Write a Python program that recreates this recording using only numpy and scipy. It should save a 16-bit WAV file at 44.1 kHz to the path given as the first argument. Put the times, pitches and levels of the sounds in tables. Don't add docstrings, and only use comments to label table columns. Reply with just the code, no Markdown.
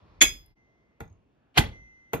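import sys
import numpy as np
from scipy import signal
from scipy.fft import rfft, irfft, next_fast_len
from scipy.io import wavfile

SR = 44100
rng = np.random.default_rng(int(sys.argv[2]) if len(sys.argv) > 2 else 0)


def gain_from_decibels(decibels):
    exponent = np.asarray(decibels, float) / 20
    return 10 ** exponent


def wav_out(sig):
    wavfile.write(sys.argv[1], SR, np.round(np.clip(np.atleast_2d(sig).T, -1, 1) * 32767).astype(np.int16))


N = 97020
T = np.arange(N) / SR
CHANGE_S = .549

BAR_S = [.2075, .2118, .2147, .2183, .2212, .2277, .2345, .246]
RIVET_S = [1.0058, 1.0075, 1.012, 1.5735, 1.5768, 1.5787, 1.5812, 1.592, 2.1334, 2.135, 2.141]
THUD_S = [.225, .255, .28, .315, 1.008, 1.021, 1.052, 1.101, 1.580, 1.590, 1.612, 1.645, 1.70, 1.77, 2.134,
          2.148, 2.170, 2.188]
LINK_S = [.2173, .2208, .2253, .236, .338, .4607]
CHAIN_S = [1.0035, 1.012, 1.5768, 1.582, 1.615, 2.1322, 2.141]
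BLOW_S = [.2135, 1.0055, 1.5765, 2.1335]
LEAD_S = [.007, .004, .034, .009]
HOLD_S = [.014, .004, .006, .004]
BAR_HZ = [1640, 2002, 2222, 2430, 2542, 3382, 3461, 6600, 6880, 7265, 7575]
RING_HZ = [3266, 3312, 3345, 3440, 5019, 6512, 10990, 11680, 12280, 12530, 13130, 13785]
LINK_HZ = [10780, 11700, 12500, 13100, 14150]
BAR_T60 = [.04, .06, .08, .045, .04, .035, .04, .035, .04, .05, .06]
RING_T60 = [.18, .2, .36, .26, .42, .2, .3, .17, .16, .24, .12, .32]
AXE_T60 = [0.092, 0.033, 0.052, .04, 0.027, 0.039, 0.013, 0.026, 0.043, 0.045, .02, 0.0073, 0.016]
SING_DB = [-65, -65.5, -48.5]

BLOWS = list(zip(BLOW_S, LEAD_S, [-17.5, -47.0, -14.5, -31.0], [-6.5, -20, -7.5, -23.5],
         [-19.5, 12, -41.5, -1.5], HOLD_S))
# (frequency [Hz], level [dB])
BLOW_COLOURS = [
    [(50, 0), (130, -20), (300, -3), (800, -10.5), (2400, 1), (6500, -13), (9000, -14), (13000, -24.5),
     (15500, -45.5)],
    [(50, -2), (130, 0.5), (400, -10.5), (900, -5), (2400, -31.5), (6500, -36), (9000, -22), (14000, -56)],
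    [(50, -10), (130, -7.5), (280, -9), (900, -10.5), (3000, -4.5), (6500, -22.5), (9000, -15),
     (14000, -33.5)],
    [(50, -20), (130, 1), (400, 0.5), (900, -3.5), (2400, -10), (6500, -41), (9000, -14), (14000, -21.5)],
]
BLOW_TAIL_DB = [-7.5, 5, -1.5, 4.5]
TREBLE_LATE_S = [.004, 0, 0, 0]
# (frequency [Hz], time to fall 60 dB [s])
CRACK_FADE = [(50, 0.42), (300, 0.12), (2000, 0.02), (14000, 0.088)]
TAIL_FADE = [(50, 0.86), (150, 0.55), (400, 0.41), (800, 0.28), (2000, 0.19), (6000, 0.2), (14000, .14)]

BAR_HITS = list(zip(BAR_S, [-36, -18, -8.5, -15.5, -9, -25.5, -27.5, -28]))
BAR_MODES = list(zip(BAR_HZ, [-16, -10, -5.5, -6, -7, 0.5, -3.5, 7.0, -0.5, -6.5, -10.5], BAR_T60))
# (time [s], peak [dB])
RING_HITS = [
    (.2277, -22),
    (.338, -52),
]
RING_MODES = list(zip(RING_HZ, [-7.5, -6.5, -12.5, -8, -15.5, -7, -21.5, -23.5, -30, -19.5, -18.5, -20.5],
              RING_T60))

RIVET_HITS = list(zip(RIVET_S, [-33.0, -40, -84, -13.5, -13, -20.5, -14.0, -24, -20.5, -30.0, -30.0]))
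AXE_MODES = list(zip([455, 641, 845, 931, 1420, 2020, 2390, 2676, 3345, 3591, 3914, 4447, 6600],
             [-2.5, -5, 1.5, -9.5, -5.5, -4.5, -1, -11.5, -19, -16, -18.5, -25, -11.5], AXE_T60))
# (time [s], peak [dB])
EDGE_HITS = [
    (1.585, -27.5),
    (1.655, -43.5),
]
# (pitch [Hz], level [dB], time to fall 60 dB [s])
EDGE_MODES = [(3346, 0, 0.2)]

LINK_HITS = list(zip(LINK_S, [-34.5, -22.5, -23.5, -31, -51, -61.5]))
LINK_MODES = list(zip(LINK_HZ, [-1.0, -10, -7.5, -7, -15.5], [.03, 0.019, .02, .02, .02]))
CHAIN_HITS = list(zip(CHAIN_S, [-54, -64, -47.5, -45.5, -41.5, -31, -50]))
CHAIN_MODES = list(zip([6500, 7240, 10780, 11500, 12600, 13790], [-8, -9, -9, -9, -5, -12],
               [.025, .03, .04, .02, .05, .04]))
# (time [s], peak [dB])
TICK_HITS = [
    (1.022, -75),
    (1.054, -71),
    (1.078, -75),
    (1.10, -81),
    (1.127, -76),
    (2.166, -60),
    (2.178, -64),
]
# (pitch [Hz], level [dB], time to fall 60 dB [s])
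TICK_MODES = [(6500, 0, .03), (7150, -6, .02), (5300, -12, .01)]

# (time [s], peak [dB])
CLICK_HITS = [
    (1.0042, -43),
    (1.576, -13),
    (2.1322, -33),
]

PLATE_HITS = list(zip(THUD_S, [-25, -35.5, -34, -35, -33.5, -39, -35, -53, -20.5, -6.5, -20.5, -40, -62, -51.5, -25, -22.5, -26.5, -38]))
FRAME_HITS = list(zip(THUD_S, [-27, -53, -46, -40.5, -32, -33, -34, -35.5, -10.0, -12.5, -22.5, -25, -61, -38, -42, -30, -32, -23]))
# (pitch [Hz], level [dB], time to fall 60 dB [s])
PLATE_MODES = [(109, -3, 0.052), (150.2, -3.5, 0.066), (230, -9.5, 0.029), (293.6, -5, 0.05),
               (368.7, -8, 0.036)]
FRAME_MODES = [(49.64, -8.5, 0.063), (95, -4, 0.16)]

SINGS = list(zip([.22, .552, 1.71], [.549, 1.004, 2.126], SING_DB))
# (pitch [Hz], level [dB], time to fall 60 dB [s])
HEAD_MODES = [(2057, 0, 2.2), (5922, -19, 1.6), (4231, -36, 2.0), (6272, -33, 1.5)]

# (frequency [Hz], level [dB])
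AIR_BEFORE = [(18, -31), (30, 0.5), (86, -5.5), (434, -13.5), (621, -14.5), (1330, -23.5), (4400, -34.5),
              (9000, -54), (11700, -93), (19800, -120)]
AIR_AFTER = [(18, -31), (30, -5), (245, -5.5), (350, -9), (526, -12.5), (1950, -24), (2100, -31.5),
             (2250, -24.5), (9000, -45), (11700, -98), (19800, -120)]
# (frequency [Hz], likeness [0-1], phase between them [radians])
PORTS = [(60, .9, .3), (400, .7, 1.), (1200, .35, 1.6), (3800, .4, .8), (6000, .4, -2.1),
         (8000, .995, -3.12), (10200, .995, -3.16), (13300, .93, -6.28)]


def at_hz(points, hz, col=1):
    p = np.array(points, float)
    return np.interp(np.log(hz), np.log(p[:, 0]), p[:, col])


def drift(rate):
    r = np.exp(-16 * np.pi * rate / SR)
    noise = rng.standard_normal(N // 8 + 3002)
    slow = signal.lfilter([1], [1, -2 * r, r * r], noise)[3000:]
    return np.interp(np.arange(N) / 8, np.arange(len(slow)), slow / slow.std())


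def struck(hits, modes, spread_db):
    s, db = np.transpose(hits)
    out = np.zeros((2, N))
    for hz, level_db, t60 in modes:
        kicks = np.full((2, N), 1e-18)
        draw = rng.standard_normal((len(s), 4))
        strength = gain_from_decibels(db + level_db + spread_db * draw[:, :2].T)
        kicks[:, (s * SR).astype(int)] = strength * np.sign(draw[:, 2:].T)
        r, w = gain_from_decibels(-60 / (t60 * SR)), 2 * np.pi * hz / SR
        waver = gain_from_decibels(2.5 * drift(14))
        out += waver * signal.lfilter([0, np.sin(w)], [1, -2 * r * np.cos(w), r * r], kicks)
    return out


def steel_bar():
    low_pass = signal.butter(4, 10000, fs=SR, output="sos")
    chatter = signal.sosfilt(low_pass, struck(BAR_HITS, BAR_MODES, spread_db=3.0))
    long_rings = struck(RING_HITS, RING_MODES, spread_db=2.5)
    return (gain_from_decibels(-2) * chatter + long_rings) * (T < CHANGE_S)


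def bar_ping():
    start_s, rise_s, t60_s = .225, .06, .3
    age = np.maximum(T - start_s, 0)
    shape = (1 - np.exp(-age / rise_s)) * gain_from_decibels(-25 - 60 * age / t60_s)
    tone = np.sin(2 * np.pi * 5019 * age + np.array([[0], [1.2]]))
    return shape * tone * (age < CHANGE_S - start_s)


def axe_head():
    return gain_from_decibels(-5.5) * struck(RIVET_HITS, AXE_MODES, spread_db=-1.0)


def chain_links():
    by_bar = struck(LINK_HITS, LINK_MODES, spread_db=5.0) * (T < CHANGE_S)
    gloved = struck(CHAIN_HITS, CHAIN_MODES, spread_db=6.0)
    return by_bar + gloved + struck(TICK_HITS, TICK_MODES, spread_db=8.0)


def axe_edge():
    return struck(EDGE_HITS, EDGE_MODES, spread_db=1.0)


def steel_clicks():
    s, db = np.transpose(CLICK_HITS)
    spikes = np.full(N, 1e-18)
    spikes[(s * SR).astype(int)] = gain_from_decibels(db)
    return signal.sosfilt(signal.butter(2, 4950, "high", fs=SR, output="sos"), spikes)


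def bench():
    plate = struck(PLATE_HITS, PLATE_MODES, spread_db=1.5)
    frame = struck(FRAME_HITS, FRAME_MODES, spread_db=1.5)
    soft = signal.butter(2, [40, 493.8], "band", fs=SR, output="sos")
    return gain_from_decibels(-8) * signal.sosfilt(soft, plate + frame)


def hammer_head():
    out = np.zeros((2, N))
    for start, stop, db in SINGS:
        gate = np.clip(np.minimum((T - start) / .03, (stop - T) / .004), 0, 1)
        for hz, level_db, t60 in HEAD_MODES:
            fade = gain_from_decibels(db + level_db - 60 * (T - start) / t60)
            out += gate * fade * np.sin(2 * np.pi * hz * T + np.array([[0], [2.4]]))
    return out


def blow_power(hz, gains):
    power = 0
    for blow, gain, tail_db, late_s in zip(BLOWS, gains, BLOW_TAIL_DB, TREBLE_LATE_S):
        s, lead_s, db, lead_db, rise_db, hold_s = blow
        age = T - s - .4 / hz - late_s * (hz > 8500)
        old = np.maximum(age - hold_s, 0)
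        crack = gain_from_decibels(-60 * old / at_hz(CRACK_FADE, hz))
        tail = gain_from_decibels(-8.0 + tail_db - 60 * old / at_hz(TAIL_FADE, hz))
        far_wall = gain_from_decibels(-34.5 - hz / 1000 - 60 * old / 0.57)
        rise = rise_db * np.clip(age / lead_s, -1, 0)
        lead_in = gain_from_decibels(lead_db - hz / 1000 - rise) * (age > -lead_s)
        shape = np.where(age < 0, lead_in, crack + tail + far_wall)
        same_scene = (T < CHANGE_S) == (s < CHANGE_S)
        power = power + (gain * gain_from_decibels(db) * shape) ** 2 * same_scene
    return power


def air_level(hz, before, after):
    duck_db = -10 * (T > BLOW_S[0]) * (hz > 180)
    level = np.where(T < CHANGE_S, before * gain_from_decibels(-58 + duck_db), after * gain_from_decibels(-68.5))
    return level * gain_from_decibels(2 * drift(1.8))


def rattle_and_air():
    edges = 28 * 2 ** (np.arange(29) / 3)
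    mids, widths = np.sqrt(edges[1:] * edges[:-1]), np.diff(edges)
    white = rng.standard_normal((2, 2, N)) * np.sqrt(SR / 2)

    def share(colour):
        g = gain_from_decibels(at_hz(colour, mids))
        return g / np.sqrt(np.sum(g ** 2 * widths))

    blows = np.array([share(c) for c in BLOW_COLOURS])
    before, after = share(AIR_BEFORE), share(AIR_AFTER)
    lumps_per_s = 60
    together, out = drift(lumps_per_s), 0
    for k, hz in enumerate(mids):
        band_pass = signal.butter(2, edges[k:k + 2], "band", fs=SR, output="sos")
        band = signal.sosfilt(band_pass, white[k % 2])
        own = drift(min(lumps_per_s, hz / 8))
        lumps = gain_from_decibels(2.0 * (.5 * together + own))
        air = air_level(hz, before[k], after[k])
        out = out + band * np.sqrt(blow_power(hz, blows[:, k]) * lumps ** 2 + air ** 2)
    return out


def shop_echo(x):
    t = np.arange(SR // 2) / SR
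    echo = rng.standard_normal((2, len(t))) * gain_from_decibels(-60 * t / .2) * (t > .003)
    echo = signal.lfilter([1], [1, -.3], echo)
    echo = echo / np.sqrt(np.sum(echo ** 2, axis=1, keepdims=True))
    return x + gain_from_decibels(-8.0) * signal.fftconvolve(x, echo, axes=1)[:, :N]


def ports(x):
    size = next_fast_len(N + 4096)
    left, other = rfft(x, size)
    hz = np.maximum(np.arange(len(left)) * SR / size, 1)
    alike = np.clip(at_hz(PORTS, hz), 0, 1)
    turned = left * np.exp(1j * at_hz(PORTS, hz, col=2))
    right = alike * turned + np.sqrt(1 - alike ** 2) * other
    return irfft(np.array([left, right]), size)[:, :N]


def change_gain():
    fade_out_s, fade_in_s = .035, .025
    gain = np.where(T < CHANGE_S, (CHANGE_S - T) / fade_out_s, (T - CHANGE_S) / fade_in_s)
    return np.clip(gain, .02, 1)


def scene():
    rings = steel_bar() + axe_head() + chain_links() + axe_edge()
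    thuds = bench()
    heard = ports(shop_echo(rings) + thuds + rattle_and_air())
    return (heard + hammer_head() + steel_clicks() + bar_ping()) * change_gain()


def top_cut(x):
    return signal.sosfilt(signal.butter(12, 16060, fs=SR, output="sos"), x)


def record(dry):
    dry = signal.sosfilt(signal.butter(3, 36, "high", fs=SR, output="sos"), dry)
    balance = gain_from_decibels(np.array([[-0.06], [0.06]]))
    x = .9 * np.tanh(dry * balance / .9)
    x = signal.sosfilt(signal.cheby2(12, 70, 16250, fs=SR, output="sos"), x)
    return top_cut(x)


dry = scene()
out = record(dry)
wav_out(out)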